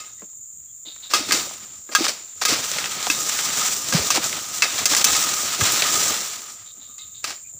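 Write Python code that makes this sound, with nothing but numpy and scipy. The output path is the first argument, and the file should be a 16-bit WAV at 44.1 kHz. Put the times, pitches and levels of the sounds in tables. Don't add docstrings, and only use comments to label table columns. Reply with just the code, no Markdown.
import sys
import numpy as np
from scipy import signal
from scipy.fft import rfft, irfft, next_fast_len
from scipy.io import wavfile
from scipy.ndimage import uniform_filter1d, minimum_filter1d

SR = 44100
rng = np.random.default_rng(int(sys.argv[2]) if len(sys.argv) > 2 else 0)


def pcm_store(signal):
    levels = np.round(np.clip(np.atleast_2d(signal), -1, 1) * 32767)
    wavfile.write(sys.argv[1], SR, levels.astype(np.int16).T)


N = 334719


def from_db(db):
    return 10 ** (np.asarray(db) / 20)


def unit_power(x):
    return x / np.sqrt(np.mean(x ** 2) + 1e-20)


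def cut(x, hz, kind):
    return signal.sosfilt(signal.butter(4, hz, kind, fs=SR, output="sos"), x)


def colour(x, spectrum):
    hz, db = np.transpose(spectrum)
    size = next_fast_len(N)
    bins = np.maximum(np.arange(size // 2 + 1), 1) * SR / size
    gain = from_db(np.interp(np.log(bins), np.log(hz), db))
    return unit_power(irfft(rfft(x, size) * gain, size)[:N])


def drift(hz):
    r = np.exp(-2 * np.pi * hz / SR)
    return unit_power(signal.lfilter([1], [1, -2 * r, r * r], rng.standard_normal(N + SR))[SR:])


def ring(x, hz, fade_s):
    r, w = from_db(-60 / (fade_s * SR)), 2 * np.pi * hz / SR
    return signal.lfilter([0, np.sin(w)], [1, -2 * r * np.cos(w), r * r], x + 1e-18)


def resonate(x, hz, width_hz):
    fade_s = np.log(1000) / (np.pi * width_hz)
    return unit_power(ring(ring(x, hz, fade_s), hz, fade_s))


def grains(per_s, spread_db):
    sizes = from_db(spread_db * np.minimum(rng.exponential(1, N), 5)) * rng.choice([-1, 1], N)
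    return unit_power(sizes * (rng.random(N) < per_s / SR))


def swells(times, levels_db, rise_s, fade_s):
    out, t = 0, np.arange(N) / SR
    for start, db, rise, fade in np.broadcast(times, levels_db, rise_s, fade_s):
        age = np.maximum(t - start, 0)
        out = out + (1 - np.exp(-age / rise)) * from_db(db - 60 * age / fade)
    return out


# (frequency [Hz], level [dB])
HUSH_TONE = [(25, -23), (86, 2.5), (248, -10.5), (1260, -40.5), (1590, -44), (5110, -53.5), (7800, -58),
             (13200, -120)]

def hush():
    return from_db(-66 + 3.8 * drift(6)) * colour(rng.standard_normal(N), HUSH_TONE)


# (pitch [Hz], width [Hz], level [dB])
CICADA_VOICES = [(7224, 390, -40.5), (6855, 680, -44), (8230, 200, -57), (14930, 690, -56.5)]

def cicadas():
    t, out = np.arange(N) / SR, 0
    throb_db = np.sin(2 * np.pi * 17 * t + 0.5 * drift(1.6))
    for hz, width_hz, db in CICADA_VOICES:
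        voice = resonate(grains(2500, spread_db=1.5), hz, width_hz)
        out = out + voice * from_db(db + throb_db + drift(1))
    return cut(cut(out, 6020, "high"), 5700, "high")


# (frequency [Hz], level [dB])
LEAF_TONE = [(60, -17), (107, -6), (187, -3.5), (910, -5), (1230, -3.5), (2980, -3), (5980, 1), (6560, -3),
             (7200, 1), (9400, -15), (12900, -23), (15500, -7.5)]
# (time [s], level [dB])
SWISH = [(0.0, -55), (0.38, -77.5), (0.84, -74.5), (1.06, -58.5), (1.16, -73), (1.35, -34.5), (1.61, -54),
         (1.84, -62.5), (2.1, -49.5), (2.34, -66), (2.49, -37), (3.02, -39), (3.53, -33.5), (3.89, -37.5),
         (4.27, -36), (4.47, -42), (5.09, -30), (5.578, -37), (5.66, -29.5), (6.099, -31), (6.42, -49.5),
         (6.7, -62.5), (7.59, -74.5)]
# (time [s], level [dB])
POLE_SLIDES = [(6.4, -42), (6.87, -49)]

def rustle():
    swish_db = np.interp(np.arange(N) / SR, *np.transpose(SWISH))
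    clumps = from_db(1.1 * drift(23) + 0.6 * drift(60))
    ticks = np.abs(grains(50, spread_db=1.5))
    crackle = 1 + 0.016 * signal.lfilter([1], [1, -np.exp(-300 / SR)], ticks)
    leaves = colour(grains(9000, spread_db=0.5) * clumps * crackle, LEAF_TONE)

    thump_s, thump_db, _ = np.transpose(STEM_THUMPS)
    shudder = swells(thump_s - 0.023, thump_db - 21, rise_s=0.0062, fade_s=0.32)
    drag = colour(rng.standard_normal(N) + 0.6 * grains(150, spread_db=1.5), LEAF_TONE)
    bumps = from_db(2.5 * drift(24))
    stems = unit_power(cut(drag, 735, "low")) * bumps * (from_db(swish_db - 6.5) + shudder)

    slides = swells(*np.transpose(POLE_SLIDES), rise_s=0.045, fade_s=0.48)
    hum = resonate(leaves, 1230, 90) * from_db(1.5 * drift(25))
    hum *= from_db(swish_db - 2.5) + slides

    mids = cut(leaves, [650, 4400], "band") * from_db(1.8 * drift(7))
    highs = cut(leaves, 5970, "high") * from_db(1.8 * drift(5))
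    brighter = from_db(0.058 * (swish_db + 111.5))
    return hum + stems + from_db(swish_db + 10) * (mids + brighter * highs)


EDGES_HZ = np.array([200, 600, 1200, 2400, 4800, 9600, 16000])

def fibre_bands():
    fibres = grains(7000, spread_db=0.5)
    splinters = from_db(-6) * grains(200, spread_db=1)
    torn = colour(fibres + splinters, LEAF_TONE)
    return np.array([cut(torn, edges, "band") for edges in zip(EDGES_HZ, EDGES_HZ[1:])])


# (time [s], level [dB], rise time [s], fade time [s])
STEM_RIPS = [(-0.05, -26, 0.021, 0.23), (1.095, -20, 0.038, 0.66), (1.286, -23.5, .004, 0.14),
             (1.331, -12.5, 0.037, 0.26), (1.913, -20.5, 0.026, 0.28), (1.973, -18, 0.036, 0.52),
             (2.041, -11.5, 0.0064, 0.063), (2.079, -11.5, 0.0059, 0.067), (2.413, -8.5, 0.013, 0.094),
             (2.476, -5.5, 0.048, 0.27), (3.922, -12, 0.046, 0.4), (4.143, 1, .03, 0.086),
             (4.889, -8.5, 0.034, 0.24), (5.01, -6, .008, 0.036), (7.229, -42, 0.0035, 0.12),
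             (7.271, -28.5, 0.0059, 0.27)]

def rips(bands):
    return cut(swells(*np.transpose(STEM_RIPS)) * bands.sum(0), 220, "high")


# (pitch [Hz], level [dB], fade time [s])
BLADE_TONES = [(3745, -6, 0.4), (3720, -4, 0.6), (1250, -2, .35), (2105, -2, .25), (2608, -1, .28),
               (4810, -7, .2)]
# (time [s], level [dB])
BLADE_STRIKES = [(0.001, -43), (1.136, -27.5), (1.321, -28), (1.95, -26), (2.455, -26), (3.102, -31),
                 (4.652, -29), (5.045, -25), (6.984, -49.5)]

def blade():
    times, db = np.transpose(BLADE_STRIKES)
    out, uneven_db = 0, 2 * rng.standard_normal((len(times), len(BLADE_TONES)))
    for (hz, tone_db, fade_s), extra_db in zip(BLADE_TONES, uneven_db.T):
        clicks = np.zeros(N)
        clicks[(times * SR).astype(int)] = from_db(db + tone_db + extra_db)
        out = out + from_db(3.5 * drift(35)) * ring(clicks, hz, fade_s)
    return cut(out, 990, "high")


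# (time [s], level [dB], pitch [Hz])
FAR_CHIRPS = [(0.163, -57, 1980), (0.665, -66, 3350), (7.426, -55.5, 2420)]

def chirps(length_s=0.075):
    out, size = np.zeros(N), round(length_s * SR)
    for start, db, hz in FAR_CHIRPS:
        whistle = resonate(rng.standard_normal(SR // 5), hz, width_hz=210)[-size:]
        out[round(start * SR):][:size] += from_db(db) * whistle * np.hanning(size)
    return out


def woodiness(hz, centre_hz=1580, width_octaves=0.96):
    return np.exp(-(np.log2(hz / centre_hz) / width_octaves) ** 2 / 2)


# (time [s], level [dB], fade time [s], brightness [dB/octave], woody boost [dB])
SICKLE_BLOWS = [(0.221, -49, 0.074, -10.5, 2), (0.854, -49.5, 0.2, -7.5, -1), (1.136, -1, 0.17, 1, 1),
                (1.309, -11.5, 0.062, -1, 12), (1.321, 3.5, 0.042, 1.5, -2.5),
                (1.891, -44, 0.16, -9.5, -0.5), (1.95, 1.5, 0.052, 3.5, 8.5), (2.452, 2, 0.057, 2, 0),
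                (3.1, -5, 0.21, 2.5, -1), (3.925, -14.5, 0.24, 3, 5), (4.104, 1.5, 0.12, 1.5, -5.5),
                (4.622, -2.5, 0.18, 1.5, 9.5), (4.856, 5.5, 0.049, 2, -6.5), (4.966, -5, 0.14, 5, -5),
                (5.043, 8.5, 0.028, 6, 0), (5.61, -10, 0.23, -0.5, -5), (5.721, -16, 0.18, 12, 1.5),
                (6.981, -32, 0.15, 2, -7), (7.242, -12.5, 0.15, 1.5, 5), (7.305, -26, 0.28, 0.5, 4)]

def blows(bands, bite_s=0.0078):
    out = np.zeros(N)
    wood = woodiness(np.sqrt(EDGES_HZ[1:] * EDGES_HZ[:-1]))
    for start, db, fade_s, bright_db, wood_db in SICKLE_BLOWS:
        at = round(start * SR)
        t = np.arange(min(SR // 2, N - at)) / SR
        tear = from_db(-60 * np.maximum(t - bite_s, 0) / fade_s)
        crack = from_db(5 - 60 * t / 0.03)
        band_gains = from_db(bright_db * (np.arange(len(bands)) - 3.5) + wood_db * wood)
        fibres = band_gains @ bands[:, at:at + len(t)]
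        out[at:at + len(t)] += from_db(db - 17.5) * (tear + crack) * fibres
    return cut(out, 220, "high")


# (pitch [Hz], level [dB], fade time [s])
POLE_TONES = [(1213, 1.5, 0.05), (1257, -7, 0.13), (1628, 1, 0.055), (2072, -1.5, 0.044),
              (2612, 2.5, 0.039), (3300, -6.5, 0.048), (6070, -1, 0.025), (6310, -9, 0.12), (7140, 2, 0.02)]

def pole():
    pitches = np.array(POLE_TONES)[:, 0]
    uneven_db = 3 * rng.standard_normal((len(SICKLE_BLOWS), len(pitches)))
    jolt_shape = from_db(-4.5 - 9000 * np.arange(SR // 100) / SR)
    strikes = np.zeros((len(pitches), N))
    for (start, db, fade_s, bright_db, wood_db), extra_db in zip(SICKLE_BLOWS, uneven_db):
        jolt = rng.standard_normal(len(jolt_shape)) * jolt_shape
        ring_db = db - 23 + 4 * np.log2(10 * fade_s)
        tone_db = bright_db * np.log2(pitches / 3400) + wood_db * woodiness(pitches)
        at = round(start * SR)
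        strikes[:, at:at + len(jolt)] += np.outer(from_db(ring_db + tone_db + extra_db), jolt)
    flutter = from_db(2.5 * drift(45))
    ringing = sum(from_db(db) * ring(x, hz, fade_s) for x, (hz, db, fade_s) in zip(strikes, POLE_TONES))
    return cut(flutter * ringing, 820, "high")


# (time [s], level [dB], pitch [Hz])
STEM_THUMPS = [(0.225, -35.5, 201), (0.87, -36, 313), (1.149, -22, 365), (1.205, -20.5, 292),
               (1.29, -21.5, 304), (1.34, -19.5, 310), (1.47, -30, 560), (1.626, -38.5, 212),
               (2.006, -10, 325), (2.522, -15, 310), (3.098, -19, 305), (3.944, -2.5, 169.5),
               (3.989, -18, 90.5), (4.177, -15, 311), (4.916, -19.5, 310), (5.107, -23.5, 66.4),
               (5.613, -10.5, 109), (6.79, -45, 264), (6.89, -45, 243), (7.544, -38, 109.6)]

def thumps():
    out = np.zeros(N)
    for start, db, hz in STEM_THUMPS:
        at, push = round(start * SR), np.hanning(round(SR / hz / 2))
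        force = np.zeros(min(SR // 2, N - at))
        force[:len(push)] = push / push.sum()
        thud = ring(force, hz, fade_s=0.052 + 0.5 / hz)
        out[at:at + len(thud)] += from_db(db) * cut(thud, 0.74 * hz, "high")
    return out


# (time [s], level [dB], pitch [Hz])
FIBRE_SNAPS = [(0.331, -49, 1290), (0.962, -33, 1880), (1.112, -21, 1700), (1.511, -24.5, 695),
               (2.066, -7, 1500), (2.419, -8, 1480), (2.716, -5.5, 6400), (2.738, -15, 3900),
               (2.785, -9, 2520), (2.842, -11, 3620), (2.858, -10.5, 2400), (3.068, -8, 925),
               (3.295, -7.5, 6300), (3.39, -8.5, 1750), (3.503, -19, 2400), (4.172, -8.5, 1010),
               (4.328, -11, 3200), (4.655, -14, 2270), (4.935, -6, 1510), (4.949, 0, 6600),
               (5.821, 0, 2600), (7.328, -31, 2500)]

def snaps(fade_s=0.032, click_s=0.004):
    out, age = np.zeros(N), np.arange(SR // 10) / SR
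    dying = from_db(-60 * age / fade_s) + from_db(-60 * age / click_s)
    for start, db, hz in FIBRE_SNAPS:
        crack = rng.standard_normal(len(age)) * dying
        burst = resonate(crack, hz, width_hz=0.65 * hz)
        burst += from_db(-2) * unit_power(cut(crack, [900, 8000], "band"))
        out[round(start * SR):][:len(burst)] += from_db(db) * burst / np.abs(burst).max()
    return cut(out, 450, "high")


# (time [s], level [dB], rise time [s])
RASP_STROKES = [(0.851, -29.5, 0.016), (1.023, -32, 0.01), (6.65, -42.5, 0.015), (6.79, -20.5, 0.42),
                (6.985, -37.5, 0.0044), (7.139, -41, 0.011)]
# (pitch [Hz], width [Hz], level [dB])
RASP_TONES = [(3700, 70, -4), (3840, 380, -1), (4100, 1260, -2)]

def rasp():
    slips = grains(1700, spread_db=1) * from_db(2.5 * drift(28))
    scrape = sum(from_db(db) * resonate(slips, hz, width_hz) for hz, width_hz, db in RASP_TONES)
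    return swells(*np.transpose(RASP_STROKES), fade_s=0.34) * unit_power(scrape)


def limit(x, above_db=-6, share=0.5, ahead_s=0.012, recover_db_per_s=400):
    ahead, ramp = round(ahead_s * SR), recover_db_per_s * np.arange(N) / SR
    level_db = 20 * np.log10(np.abs(x).max(0) + 1e-9)
    dip_db = share * np.maximum(level_db - above_db, 0)
    held_db = np.maximum.accumulate(dip_db + ramp) - ramp
    early_db = -minimum_filter1d(-held_db, size=ahead, origin=-(ahead // 2))
    return x * from_db(-uniform_filter1d(early_db, size=ahead // 2))


def scene():
    scraping = rustle() + rasp()
    bands = fibre_bands()
    cutting = rips(bands) + blows(bands) + pole() + snaps() + blade()
    return np.tile(scraping + cutting + thumps() + cicadas() + chirps() + hush(), (2, 1))


def record(dry):
    held = cut(np.clip(limit(dry), -1, 1), 43, "high")
    treble_cut = signal.ellip(16, 0.5, 60, 15540, fs=SR, output="sos")
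    return np.clip(signal.sosfilt(treble_cut, held), -1, 1)


dry = scene()
out = record(dry)
pcm_store(out)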